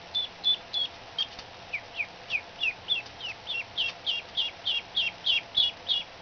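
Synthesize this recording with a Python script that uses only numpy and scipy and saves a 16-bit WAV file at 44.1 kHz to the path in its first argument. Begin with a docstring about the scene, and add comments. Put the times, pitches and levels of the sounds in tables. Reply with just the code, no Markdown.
"""Indoor brooder with straw bedding: a duckling gives level whistles, then falling peeps, then held calls.
The two sides of its syrinx sing separate pitches that beat against each other and disturb each other.
Straw crackles in clusters underfoot, two dull knocks land, and the walls close by return short reflections.
Behind it a fan gives air noise and hum. A small camera microphone samples it all at a quarter of the rate."""
import sys
import numpy as np
from scipy import signal
from scipy.fft import rfft, irfft
from scipy.io import wavfile

SR = 44100
rng = np.random.default_rng(int(sys.argv[2]) if len(sys.argv) > 2 else 0)


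def wav_record(signal):
    """Record a signal, one row per channel, as 16-bit PCM in the file named by sys.argv[1]."""
    frames = np.transpose(np.atleast_2d(signal))
    bounded = np.clip(frames, -1, 1)
    # unit amplitude maps onto the largest positive 16-bit level
    quanta = np.round(bounded * 32767).astype(np.int16)
    wavfile.write(sys.argv[1], SR, quanta)


N = 273861
TIME = np.arange(N) / SR


def from_db(db):
    """Decibels to gain."""
    return 10 ** (np.asarray(db) / 20)


def rms_one(x):
    """Scale to unit rms."""
    return x / np.sqrt(np.mean(x ** 2) + 1e-20)


def noise(gain_at):
    """Unit noise whose spectrum follows a function of frequency."""
    hz = np.maximum(np.arange(N // 2 + 1) * SR / N, 1)
    return rms_one(irfft(rfft(rng.standard_normal(N)) * gain_at(hz), N))


def drift(rate_hz):
    """Random wavering, mostly slower than a given rate, spread 1."""
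    return noise(lambda hz: 1 / (1 + (hz / rate_hz) ** 2))


def call_ages(length_s):
    """Even steps of time through one call."""
    return np.linspace(0, length_s, 120)


def hump(x, centre, width):
    """Bell curve of height 1."""
    return np.exp(-((x - centre) / width) ** 2)


BILL_HZ, BILL_WIDTH_HZ, BILL_DB = 3440, 164, 7   # centre, half-width, gain


def through_bill(hz, db):
    """A gliding voice swells as it passes the resonance of throat and bill; returns pitch and level."""
    return hz, db + BILL_DB / (1 + ((hz - BILL_HZ) / BILL_WIDTH_HZ) ** 2)


# Level whistles: start_s, length_s, start_hz, end_hz, level_db (before the sag), attack_s,
# attack_rise_db, dip_db (negative lifts), closing_upper_db (against the lower side),
# octave_db (against the voices)
WHISTLE_ROWS = [ (0.148, 0.1, 3527, 3440, -23.5, .012, 10.5, 11, -10, -20),
                (0.446, 0.094, 3460, 3490, -21, 0.022, 11, -4, -15, -23),
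                (0.742, 0.11, 3448, 3294, -26, 0.0092, 3, -5.5, -0.5, -17.5),
                (1.183, .041, 3157, 3275, -24.5, 0.0039, 29, -7, 4.5, -20.5), ]
WHISTLE_SAG_DB = 7               # loss of level by the end
DIP_AT, DIP_S = 0.67, 0.0067     # place as share of the length, half-width


def whistle(row, open_ratio=1.2, close_ratio=1.1, open_db=-1, rest_db=-32, joins_s=0.0084):
    """One side of the syrinx holds a nearly level note; the upper side is strong only at start and end."""
    (start_s, length, start_hz, end_hz, level_db,
     attack_s, rise_db, dip_db, close_db, octave_db) = row
    age = call_ages(length)
    hz = np.interp(age, [0, length], [start_hz, end_hz])
    attack = np.interp(age, [0, attack_s], [rise_db, 0])
    dip = dip_db * hump(age, DIP_AT * length, DIP_S)
    db = level_db - attack - WHISTLE_SAG_DB * age / length - dip
    ratio = np.interp(age, [0, length], [open_ratio, close_ratio])
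    upper_db = np.interp(age, [0, joins_s, length - joins_s, length],
                         [open_db, rest_db, rest_db, close_db])
    return start_s + age, hz, db, ratio * hz, db + upper_db, octave_db


# Falling peeps, the lower voice takes over from the upper: start_s, length_s, start_hz, end_hz
# (lower voice), upper_db, upper_peak_s, lower_db, lower_rise_db, lower_full_s, lower_stay_s,
# octave_db (against the voices). Voice levels are before the bill.
FALLING_ROWS = [ (1.727, 0.065, 2660, 1940, -46, .008, -25.5, 24, 0.016, 0.0049, -38),
                (1.959, 0.078, 3010, 2157, -42.5, 0.017, -27, 22.5, 0.041, 0.012, -38),
                (2.302, 0.089, 3002, 2160, -39.5, 0.016, -28, 19, 0.033, 0.031, -31),
                (2.604, 0.1, 3080, 2410, -37, 0.021, -27.5, 46, 0.032, 0.052, -30),
                (2.901, .096, 3116, 2618, -23.5, 0.021, -29.5, 87, 0.061, 0.025, -34),
                (3.206, .105, 3290, 2550, -44.5, 0.0044, -34, 11.5, 0.065, .05, -21), ]
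FALL_INTERVAL, FALL_BEND = 1.15, 1.15   # pitch ratio of the voices; bend above 1 flattens the fall's end
UPPER_RISE_DB_PER_S, UPPER_FADE_DB_PER_S, LOWER_FADE_DB_PER_S = 525.5, 525, 649


def falling_peep(row):
    """Both voices fall together; the upper one leads and hands over to the lower."""
    (start_s, length, start_hz, end_hz, upper_db, peak_s,
     lower_db, rise_db, full_s, stay_s, octave_db) = row
    age = call_ages(length)
    hz = end_hz + (start_hz - end_hz) * np.maximum(1 - age / length, 0) ** FALL_BEND
    lower_fade = LOWER_FADE_DB_PER_S * np.maximum(age - full_s - stay_s, 0)
    lower = lower_db - np.interp(age, [0, full_s], [rise_db, 0]) - lower_fade
    upper = upper_db - np.maximum(UPPER_RISE_DB_PER_S * (peak_s - age),
                                  UPPER_FADE_DB_PER_S * (age - peak_s))
    return start_s + age, *through_bill(hz, lower), *through_bill(FALL_INTERVAL * hz, upper), octave_db


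# Two-voiced calls, slide to a held note: start_s, length_s, attack_hz, sag_hz_per_s,
# slide_s (after the start), held_hz, push_hz, lower_attack_db, upper_attack_db, lower_held_db,
# upper_held_db, octave_db (against the voices).
# Pitches are of the lower voice, voice levels are before the bill.
HELD_ROWS = [ (3.489, .113, 3254, 7130, .048, 2710, 58, -41.5, -33, -32.5, -57, -27),
             (3.776, 0.11, 3350, 8930, .049, 2708, 48, -28, -36.5, -32, -40, -27),
             (4.067, 0.12, 3320, 4800, 0.036, 2783, 22.5, -28.5, -37.5, -33, -41, -25),
             (4.369, 0.11, 3423, 7930, 0.044, 2786, 46, -28, -32.5, -35, -39.5, -26.5),
             (4.662, 0.12, 3297, 4860, 0.051, 2765, 40, -29.5, -35.5, -32, -37, -27),
             (4.964, 0.11, 3397, 5580, 0.052, 2737, 11, -28, -34, -30, -37, -27),
             (5.262, 0.11, 3390, 7900, 0.061, 2734, 49, -26.5, -32, -27.5, -34, -27),
             (5.567, 0.12, 3440, 1200, 0.056, 2885, 10, -27, -30, -33, -35.5, -25),
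             (5.888, .12, 3370, 500, 0.044, 2850, 36.6, -31.5, -30.5, -35.5, -39, -26.5), ]
SPLIT_S, SPLIT_HZ = 0.0035, 280                # the lower voice splits off from above its pitch
LOWER_ATTACK_S, LOWER_ATTACK_DB = 0.013, 14.5  # time and size of the opening rise
UPPER_ATTACK_S, UPPER_ATTACK_DB = 0.047, 5.5
SLIDE_S, UPPER_LAG_S = .01, .005               # half-length of the slide; the upper voice follows later
ATTACK_GAP_HZ, HELD_GAP_HZ = 376, 456.3        # distance between the two voices
PUSH_AT, PUSH_S = .83, 0.018                   # place as share of the length, half-width
PUSH_UPPER_TIMES, PUSH_UPPER_DB = 2.4, 2       # the push lifts the upper voice further and swells it


def held_call(row):
    """Two voices split apart, sag in the attack, slide to a held note and lift in a last push."""
    (start_s, length, attack_hz, sag_hz_per_s, slide_s, held_hz, push_hz,
     lower_db, upper_db, lower_held_db, upper_held_db, octave_db) = row
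    age = call_ages(length)

    def slide(start, end, lag_s=0):
        return end + (start - end) * .5 * (1 - np.tanh((age - slide_s - lag_s) / SLIDE_S))

    sagging = attack_hz - sag_hz_per_s * age
    push = hump(age, PUSH_AT * length, PUSH_S)
    split = SPLIT_HZ * np.exp(-age / SPLIT_S)
    lower_hz = slide(sagging, held_hz) + split + push_hz * push
    upper_hz = slide(sagging + ATTACK_GAP_HZ, held_hz + HELD_GAP_HZ, UPPER_LAG_S)
    upper_hz += PUSH_UPPER_TIMES * push_hz * push
    lower = slide(lower_db, lower_held_db)
    lower -= np.interp(age, [0, LOWER_ATTACK_S], [LOWER_ATTACK_DB, 0])
    upper = slide(upper_db, upper_held_db, UPPER_LAG_S) + PUSH_UPPER_DB * push
    upper -= np.interp(age, [0, UPPER_ATTACK_S], [UPPER_ATTACK_DB, 0])
    return start_s + age, *through_bill(lower_hz, lower), *through_bill(upper_hz, upper), octave_db


SNAP_S = 0.0015               # the voice snaps from the quiet flick into the call
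DROP_TO, DROP_DB = 0.77, -9   # a call collapses as the pressure goes: pitch ratio, level
IDLE_SIDE_DB = -20            # the side that takes little part in the opening flick or closing drop


def voice_track(t, s, hz, db, flick_s, flick_from, flick_db, drop_s, drop_db):
    """Pitch and amplitude of one side of the syrinx, with the opening flick and closing drop."""
    knots = np.r_[s[0] - flick_s, s[0] - min(SNAP_S, flick_s / 2), s, s[-1] + drop_s]
    flick = 1 - (1 - flick_from) * (np.maximum(s[0] - t, 0) / flick_s) ** 1.5
    pitch = flick * np.interp(t, knots, np.r_[hz[0], hz[0], hz, hz[-1] * DROP_TO])
    level_knots = np.r_[db[0] + flick_db, db[0] + flick_db, db, db[-1] + drop_db]
    level = np.interp(t, knots, level_knots)
    gate = np.clip(np.minimum(t - knots[0], knots[-1] - t) / 0.00038, 0, 1)
    return pitch, np.sqrt(2) * from_db(level) * gate


RASP_HZ, RASP_WIDTH_HZ = 4170, 640   # centre and half-width of the rasp in the attack


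def duckling(calls, flick_s, flick_from, flick_db, drop_s, settle_s, rasp_db, coupling,
             jitter=0.0048, onset_jitter=0.011, waver=0.0022, shimmer_db=2.29, sum_tone_db=5):
    """Two coupled membranes whistle; where both sound they start with a rasp and then settle."""
    out = np.zeros(N)
    wobbles = [drift(210), drift(220)]
    shimmer = from_db(shimmer_db * drift(50))
    unsteady = 1 + waver * drift(32)   # the air pressure wavers and bends both voices
    rasp = from_db(rasp_db) * noise(lambda hz: 1 / (1 + ((hz - RASP_HZ) / RASP_WIDTH_HZ) ** 4))
    for s, low_hz, low_db, high_hz, high_db, octave_db in calls:
        at = (TIME > s[0] - flick_s) & (TIME < s[-1] + drop_s)
        t = TIME[at]
        # the lower side idles in the flick, the upper side in the drop
        low_pitch, low = voice_track(t, s, low_hz, low_db, flick_s, flick_from,
                                     IDLE_SIDE_DB, drop_s, DROP_DB)
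        high_pitch, high = voice_track(t, s, high_hz, high_db, flick_s, flick_from,
                                       flick_db, drop_s, IDLE_SIDE_DB)
        total = np.hypot(low, high) + 1e-9
        both = low * high / total

        # in the attack the membranes disturb each other most when they are equally strong
        unsettled = np.exp(-(np.maximum(t - s[0], 0) / settle_s) ** 2)
        unrest = jitter + onset_jitter * unsettled * 2 * both / total

        def phase(pitch, wobble):
            cycles = np.cumsum(pitch * (unsteady[at] + unrest * wobble[at])) / SR
            return 2 * np.pi * (cycles + rng.random())

        low_phase = phase(low_pitch, wobbles[0])
        high_phase = phase(high_pitch, wobbles[1])
        tone = low * np.sin(low_phase) + high * np.sin(high_phase)

        # each membrane modulates the other: side tones at steps of the beat rate,
        # stronger and reaching higher in the attack
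        beat = high_phase - low_phase
        sides = (1 + 2 * unsettled) * np.sin(high_phase + beat)
        sides += .5 * np.sin(low_phase - beat)
        sides += unsettled * np.sin(high_phase + 2 * beat)
        tone += coupling * both * sides

        # the shared airflow is not linear: weak octaves and a sum tone
        octaves = low * np.sin(2 * low_phase) + high * np.sin(2 * high_phase)
        sum_tone = from_db(sum_tone_db) * both * np.sin(low_phase + high_phase)
        tone += from_db(octave_db) * (octaves + sum_tone)
        out[at] += shimmer[at] * tone + both * unsettled * rasp[at]
    return out


# Steps in the straw: peak_s, level_db, build_up_s
STEP_ROWS = [(0.943, -45.5, .004), (1.2, -38.5, .01), (1.328, -41.5, .015), (1.389, -36.5, .002),
             (2.315, -39.5, .012), (3.061, -39, .002), (3.292, -43, .003), (3.895, -37.5, .014),
             (4.288, -43.5, .004)]
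STEP_S = .014   # decay time of a step


def straw(snaps_per_s=3000, spread_db=4, idle_per_s=60, idle_db=-59):
    """Each step snaps a cluster of stalks; all the while the bedding crackles faintly."""
    pressure = np.zeros(N)
    for peak_s, level_db, rise_s in STEP_ROWS:
        fall_or_rise_s = np.where(TIME < peak_s, rise_s, STEP_S)
        pressure += from_db(level_db) * np.exp(-np.abs(TIME - peak_s) / fall_or_rise_s)
    stalk_band = signal.butter(2, [1000, 4300], "band", fs=SR, output="sos")

    def snaps(per_s):
        sizes = from_db(spread_db * np.minimum(rng.exponential(1, N), 2)) * rng.choice([-1, 1], N)
        stalk = rng.standard_normal(300) * np.exp(-np.arange(300) / 70)   # decay in samples
        hits = sizes * (rng.random(N) < per_s / SR)
        return rms_one(signal.sosfilt(stalk_band, signal.fftconvolve(hits, stalk)[:N]))

    return pressure * snaps(snaps_per_s) + from_db(idle_db) * snaps(idle_per_s)


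# Dull knocks: start_s, peak_db
KNOCK_ROWS = [(1.388, -35.5), (5.584, -33.5)]


def bumps(push_s=0.0008):
    """A dull knock is one brief push of air that relaxes more slowly than it rises."""
    out = np.zeros(N)
    for start_s, peak_db in KNOCK_ROWS:
        age = np.maximum(TIME - start_s, 0) / push_s
        out -= from_db(peak_db) * age * np.exp(1 - age)
    return out


BROODER_T60_S, BROODER_DB = .14, -10.5   # decay by 60 dB; level of the reflections


def brooder(x):
    """Dense, short reflections from the walls around the pen."""
    age = TIME[:SR // 2]
    echoes = rng.standard_normal(len(age)) * from_db(-60 * age / BROODER_T60_S) * (age > .003)
    return from_db(BROODER_DB) * signal.fftconvolve(x, echoes / np.linalg.norm(echoes))[:N]


HOLD = 4   # output samples per sample that the camera takes
# Spectrum of the air noise of room and fan: pitch_hz, relative_db (per Hz)
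AIR_ROWS = [(65, -6.5), (85, 1.5), (135, -7), (430, -6), (520, -3.5), (620, -3), (850, 0), (1200, -9),
            (2800, -7.5), (5000, -13.5)]
AIR_DB = -47   # rms
# Hum of the fan: pitch_hz, half_width_hz, rms_db
HUM_ROWS = [(116, 0.71, -66), (175.7, 1.9, -65.5), (504.3, 29, -61), (688.5, 24, -56)]


def fan():
    """Steady air noise with motor hum and two narrow housing resonances."""
    points_hz, points_db = np.transpose(AIR_ROWS)

    def air_gain(hz):
        below_camera_limit = hz < SR / HOLD / 2
        return from_db(np.interp(np.log(hz), np.log(points_hz), points_db)) * below_camera_limit

    out = from_db(AIR_DB) * noise(air_gain)
    for centre, width, rms_db in HUM_ROWS:
        out += from_db(rms_db) * noise(lambda hz: 1 / (1 + ((hz - centre) / width) ** 2))
    return out


def scene():
    """Calls and straw in the pen, over the fan; whistles snap in, peeps and held calls slide up first."""
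    whistles = duckling(map(whistle, WHISTLE_ROWS), flick_s=.0087, flick_from=0.98, flick_db=-8,
                        drop_s=0.0089, settle_s=.014, rasp_db=1, coupling=.057)
    falling = duckling(map(falling_peep, FALLING_ROWS), flick_s=.019, flick_from=.77, flick_db=-6,
                       drop_s=.013, settle_s=.04, rasp_db=-12.5, coupling=.15)
    held = duckling(map(held_call, HELD_ROWS), flick_s=.02, flick_from=.8, flick_db=-6,
                    drop_s=0.017, settle_s=.033, rasp_db=-8, coupling=0.17)
    near = whistles + falling + held + straw()
    return (near + brooder(near) + bumps() + fan())[None]


CUTOFF_HZ, HISS_TOP_HZ = 7550, 15700


def record(dry, hiss_db=-96):
    """Quarter-rate sampling folds overtones to 4-5.5 kHz; the output filter passes a little mirror image."""
    sampled = HOLD * dry * (np.arange(N) % HOLD == 0)   # zeros between the samples taken
    output_filter = signal.cheby2(12, 82, CUTOFF_HZ, fs=SR, output="sos")
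    smooth = signal.sosfilt(output_filter, sampled)
    return smooth + from_db(hiss_db) * noise(lambda hz: hz < HISS_TOP_HZ)


dry = scene()
out = record(dry)
wav_record(out)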